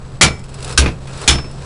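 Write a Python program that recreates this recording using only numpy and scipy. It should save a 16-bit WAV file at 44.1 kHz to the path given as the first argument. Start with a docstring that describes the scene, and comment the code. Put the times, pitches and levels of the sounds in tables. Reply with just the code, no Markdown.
"""A low machine hum fills a workshop. At 0.2 s a hammer hits the motor frame of an old metal fan:
the sheet metal crashes, the bench booms, a thin ring lingers and the wire guard rattles. More blows land
at 0.8 s and 1.3 s, and after each of these, loose parts bounce. The blows overload the nearby microphone.
Background hiss swells before each blow and drops away, then rises again at the end."""
import sys
import numpy as np
from scipy import signal
from scipy.fft import irfft, next_fast_len
from scipy.io import wavfile

SR = 44100
rng = np.random.default_rng(int(sys.argv[2]) if len(sys.argv) > 2 else 0)


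def generate_wav(signal):
    """Clip the signal to [-1, 1] and save it as 16-bit WAV at the path in sys.argv[1]."""
    frames = np.transpose(np.atleast_2d(signal))
    scaled = np.clip(frames, -1, 1) * 32767
    pcm = np.round(scaled).astype(np.int16)
    wavfile.write(sys.argv[1], SR, pcm)


N = 72765
T = np.arange(N) / SR

# Hammer blows. A "fade" is the time a sound takes to drop by 60 dB.
# (time [s], crash level [dB], hold [s], crash fade at 3 kHz [s], treble tilt [dB per octave],
# boom level [dB], boom hold [s], thump level [dB], thump pitch [Hz])
BLOWS = [(.2112, 0, 0.019, 0.14, -0.65, -9, 0.026, -12.5, 74.7),
         (0.7763, -3, 0.0038, 0.13, 3, -14.5, 0.056, -4, 68),
         (1.2774, -4.5, 0.012, 0.18, 0.3, -19.5, .085, -6.5, 67.3)]
# Tone colour of the crashing sheet metal (frequency [Hz], level [dB])
CRASH_COLOUR = [(200, 0.5), (450, -6), (750, -2), (1050, 0.5), (1400, -3.5), (2400, 1), (3600, 1.5),
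                (5200, -0.5), (7200, -2), (10500, -5)]
# The fan's own notes; each blow lands on a new spot and brings out a different mix
# (pitch [Hz], fade [s], level at blow 1 [dB], level at blow 2 [dB], level at blow 3 [dB])
FAN_NOTES = [(1228, 0.098, -11.5, -12, -34), (1380, 0.13, -11.5, -22, -23), (1552, 0.077, -44, -4.5, -47),
             (2095, 0.07, -7.5, -29, -27), (2308, 0.24, -12, -40, -25.5), (2380, 0.16, -10, -25, -15),
             (2534, 0.081, -14, -30, -34), (2730, 0.07, -28, -9, -42), (3260, 0.062, -6.5, -10.5, -11),
             (3442, 0.097, -24, -28, -8.5), (3576, 0.17, -18.5, -31, -12.5), (3720, 0.15, -22, -21, -23),
             (3950, 0.068, -33, -8.5, -29), (4400, 0.14, -17, -15, -26), (5044, 0.036, -14, -9.5, -34),
             (5290, 0.43, -26.5, -38, -15.5), (5565, 0.062, -22, -3.5, -28), (5995, 0.049, -34, -18, -12),
             (6834, .07, -10, -19, -11.5), (7190, 0.03, -8, -8, -24)]
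# Tone colour of the booming bench (frequency [Hz], level [dB])
BENCH_COLOUR = [(30, -3), (70, -11.5), (120, 3), (170, -0.5), (240, -8.5), (390, -7.5), (600, -17),
                (1500, -42)]
# Loose parts landing (time [s], clank level [dB], clank fade [s], knock level [dB])
BOUNCES = [(0.82, -19.5, 0.23, -30), (0.8597, -15, 0.069, -15), (0.878, -27, .16, -30),
           (1.0716, -36, 0.25, -38), (1.338, -38, 0.27, -35), (1.385, -24, 0.089, -39),
           (1.443, -34.5, 0.11, -31)]
# Tone colour of their clank (frequency [Hz], level [dB])
CLANK_COLOUR = [(200, 2.5), (700, 2), (1300, 3.5), (1900, -3), (2250, 0), (2570, 6.5), (2900, -4.5),
                (5000, -9.5), (10000, -30.5)]
# Small ticks of the wire guard (time [s], level [dB])
RATTLES = [(.392, -39), (0.4393, -38.5), (.491, -39.5), (0.5414, -33), (0.6037, -36.5), (0.625, -28),
           (0.6443, -25.5), (0.677, -31.5), (0.693, -29.5), (0.7096, -30), (0.724, -27), (1.072, -38.5),
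           (1.122, -48), (1.174, -33), (1.215, -29.5), (1.511, -38)]
# Tone colour of those ticks (frequency [Hz], level [dB])
TICK_COLOUR = [(500, -4), (1500, -17), (2700, 2), (4200, -2), (6500, -1), (8000, -1.5), (10500, 3.5)]
# Pitches of the high buzz in the ticks and the hiss (pitch [Hz], width [Hz], level [dB])
BUZZ_PEAKS = [(2610, 420, 0), (3800, 190, 0), (4220, 220, -3.5), (4920, 610, -3), (5750, 120, -7),
              (7170, 200, -5.5), (7850, 550, 0.5), (9300, 980, -5)]
# Swells of the background hiss (time of the peak [s], level [dB], rise [dB per s], fall [dB per s])
BACKGROUND_SWELLS = [(0.159, -45, 18, 218), (0.718, -29.5, 67, 196), (1.242, -29.5, 69.5, 136),
                     (1.68, -36, 42.5, 130)]
# Tone colour of that hiss (frequency [Hz], level [dB])
HISS_COLOUR = [(150, -5), (280, -8.5), (400, 4.5), (800, -3.5), (1300, -2.5), (2000, -11.5), (4500, -11.5),
               (7000, -17.5), (10000, -24)]
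# Tone colour of the workshop's echo (frequency [Hz], level [dB])
ECHO_COLOUR = [(100, -0.5), (500, 2.5), (1300, 0), (3000, -10.5), (10000, -10.5)]
# Notes of the machine hum (pitch [Hz], level before the swell [dB], waver [dB])
HUM_NOTES = [(67.3, -36.5, 3), (132.5, -34, 1.5)]
# Slow swell of that hum (time [s], level change [dB])
HUM_SWELL = [(0, -6.5), (.2, -7), (.45, -1), (.75, 4), (1.0, -2), (1.15, -0.5), (1.65, -2)]
# Tone colour of the steady room noise (frequency [Hz], level [dB])
AIR_COLOUR = [(15, 0.5), (40, -3), (150, -6.5), (274, -19), (425, -20), (800, -27), (1500, -32),
              (3000, -47), (6500, -62.5), (10000, -57.5)]


def sheet_crash():
    """The sheet metal chatters at countless pitches while the hammer presses, then fades, treble first."""
    edges = np.geomspace(180, SR / 4, 15)
    centres = np.sqrt(edges[:-1] * edges[1:])
    bands = [shaped_noise(lambda hz: (hz >= lo) & (hz < hi)) for lo, hi in zip(edges[:-1], edges[1:])]
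    octaves = np.log2(centres / 3000)
    damping, flicker_db = 0.24, 1.5
    out = np.zeros(N)
    for start, db, hold, fade, tilt, *_ in BLOWS:
        gains = from_db(colour_db(CRASH_COLOUR, centres) + tilt * octaves) * np.sqrt(np.diff(edges))
        gains = from_db(db) * gains / np.linalg.norm(gains)
        for band, gain, octave in zip(bands, gains, octaves):
            out += gain * band * envelope(start, 0, hold, fade * 2 ** (-damping * octave))
    return out * from_db(flicker_db * wander(154))


def fan_ring():
    """The fan's stiff parts sound while the hammer presses on them, then ring on."""
    out = np.zeros(N)
    for hz, fade, *spot_levels in FAN_NOTES:
        wobble = 0.087 / fade * wander(93)  # the bent sheet makes short notes the least steady
        tone = np.sin(2 * np.pi * hz * T + wobble)
        for (start, _, hold, *_), db in zip(BLOWS, spot_levels):
            out += from_db(db) * tone * envelope(start, 0, hold, fade)
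    return out


def bench_boom():
    """The fan rocks on the bench: a deep thump inside a dull boom, both slower than the crash."""
    out, boards = np.zeros(N), noise(BENCH_COLOUR)
    for start, *_, boom_db, boom_hold, thump_db, thump_hz in BLOWS:
        out += from_db(boom_db) * boards * envelope(start, rise_s=0.0049, hold_s=boom_hold, fade_s=0.24)
        sway = -np.sin(2 * np.pi * thump_hz * (T - start))
        out += from_db(thump_db) * sway * envelope(start, rise_s=0.022, hold_s=0.025, fade_s=0.32)
    return out


def loose_parts():
    """Loose parts drop back with a clank of metal and a knock on the bench."""
    clank, knock = np.zeros(N), np.zeros(N)
    for start, clank_db, fade, knock_db in BOUNCES:
        clank += from_db(clank_db) * envelope(start, 0, 0, fade)
        knock += from_db(knock_db) * envelope(start, rise_s=0.0017, hold_s=0, fade_s=0.24)
    return clank * noise(CLANK_COLOUR) + knock * noise(BENCH_COLOUR)


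def guard_rattle():
    """The guard ticks as the fan settles, and every tick keeps a thin ring going."""
    shake = sum(from_db(db) * envelope(start, rise_s=0.0017, hold_s=0.0017, fade_s=0.045)
                for start, db in RATTLES)
    ticks = normalise(noise(TICK_COLOUR) + 0.94 * high_buzz()) * shake
    ring_hz = 5268
    thin_ring = envelope(0, 0, 0, fade_s=0.28) * np.sin(2 * np.pi * ring_hz * T)
    return ticks + ring_out(ticks, thin_ring, db=-17)


def high_buzz():
    """A whining buzz: noise gathered around a few high pitches."""
    return shaped_noise(
        lambda hz: sum(from_db(db) * peak(hz, centre, width) for centre, width, db in BUZZ_PEAKS))


def background_swells():
    """Background hiss, with a faint high whine and buzz, swells before each blow and at the end."""
    swell = sum(from_db(db - rise * np.maximum(at - T, 0) - fall * np.maximum(T - at, 0))
                for at, db, rise, fall in BACKGROUND_SWELLS)
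    hiss = noise(HISS_COLOUR) + from_db(-10) * high_buzz()
    flicker = from_db(1.5 * wander(90))
    return swell * hiss * flicker


def room_echo(sound):
    """The cluttered room throws the sound back as a short, dull tail."""
    tail = noise(ECHO_COLOUR) * envelope(0, rise_s=0.023, hold_s=0, fade_s=0.42)
    return ring_out(sound, tail, db=-28)


def workshop_hum():
    """A machine hums unsteadily over a faint, high whine and dull room noise."""
    hum = np.zeros(N)
    for hz, db, waver_db in HUM_NOTES:
        level = from_db(db + waver_db * wander(2.8))
        hum += level * np.sqrt(2) * np.sin(2 * np.pi * hz * T + 0.5 * wander(3.6))
    swell = from_db(np.interp(T, *np.array(HUM_SWELL).T))
    whine = shaped_noise(lambda hz: peak(hz, centre_hz=7840, width_hz=100))
    return hum * swell + from_db(-60.5) * whine + from_db(-31) * noise(AIR_COLOUR)


def from_db(db):
    """Turn decibels into a number to multiply by."""
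    return 10 ** (np.asarray(db) / 20)


def normalise(sound):
    """Scale a sound so that its average strength (rms) is 1."""
    return sound / np.sqrt(np.mean(sound ** 2) + 1e-18)


def colour_db(colour, hz):
    """Read the level at any frequency from a tone colour table."""
    frequencies, levels = np.array(colour, float).T
    return np.interp(np.log(np.maximum(hz, 1)), np.log(frequencies), levels)


def peak(hz, centre_hz, width_hz):
    """A hill of height 1 around one frequency."""
    return 1 / (1 + (2 * (hz - centre_hz) / width_hz) ** 2)


def shaped_noise(gain):
    """Noise of strength 1; gain(hz) says how much of each frequency it holds."""
    size = next_fast_len(N)
    hz = np.arange(size // 2 + 1) * SR / size
    phases = np.exp(2j * np.pi * rng.random(len(hz)))
    return normalise(irfft(gain(hz) * phases, size)[:N])


def noise(colour):
    """Noise with the given tone colour and nothing above about 11 kHz."""
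    return shaped_noise(lambda hz: from_db(colour_db(colour, hz)) * (hz < SR / 4))


def wander(rate_hz):
    """A smooth random wiggle; a higher rate makes it quicker."""
    return shaped_noise(lambda hz: 1 / (1 + (hz / rate_hz) ** 4))


def envelope(start_s, rise_s, hold_s, fade_s):
    """Loudness over time: it rises from the start and begins to fade hold_s after the start."""
    age = T - start_s
    rise = np.clip(age / max(rise_s, 1 / SR), 0, 1)
    return rise * np.exp(-np.log(1000) * np.maximum(age - hold_s, 0) / fade_s)


def ring_out(sound, tail, db):
    """Let every instant of a sound set off its own copy of the tail."""
    return from_db(db) * signal.fftconvolve(sound, tail / np.linalg.norm(tail))[:N]


def cut_treble(sound, top_hz=10680):
    """Steeply remove everything above top_hz."""
    taps = signal.firwin(221, top_hz, window=("kaiser", 8), fs=SR)
    return signal.fftconvolve(sound, taps[None], mode="same")


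def scene():
    """Mix the struck fan, its echo, the swelling hiss and the hum into one channel."""
    fan = sheet_crash() + fan_ring() + bench_boom() + loose_parts() + guard_rattle()
    return (fan + room_echo(fan) + background_swells() + workshop_hum())[None]


def record(dry):
    """The overloaded microphone squashes the peaks; the top treble is cut and any overshoot clipped."""
    overload, sharpness, ceiling = 0.76, 4.6, 0.8
    squashed = dry / (1 + np.abs(dry / overload) ** sharpness) ** (1 / sharpness)
    clipped = np.clip(cut_treble(squashed), -ceiling, ceiling)
    return cut_treble(clipped)


dry = scene()
out = record(dry)
generate_wav(out)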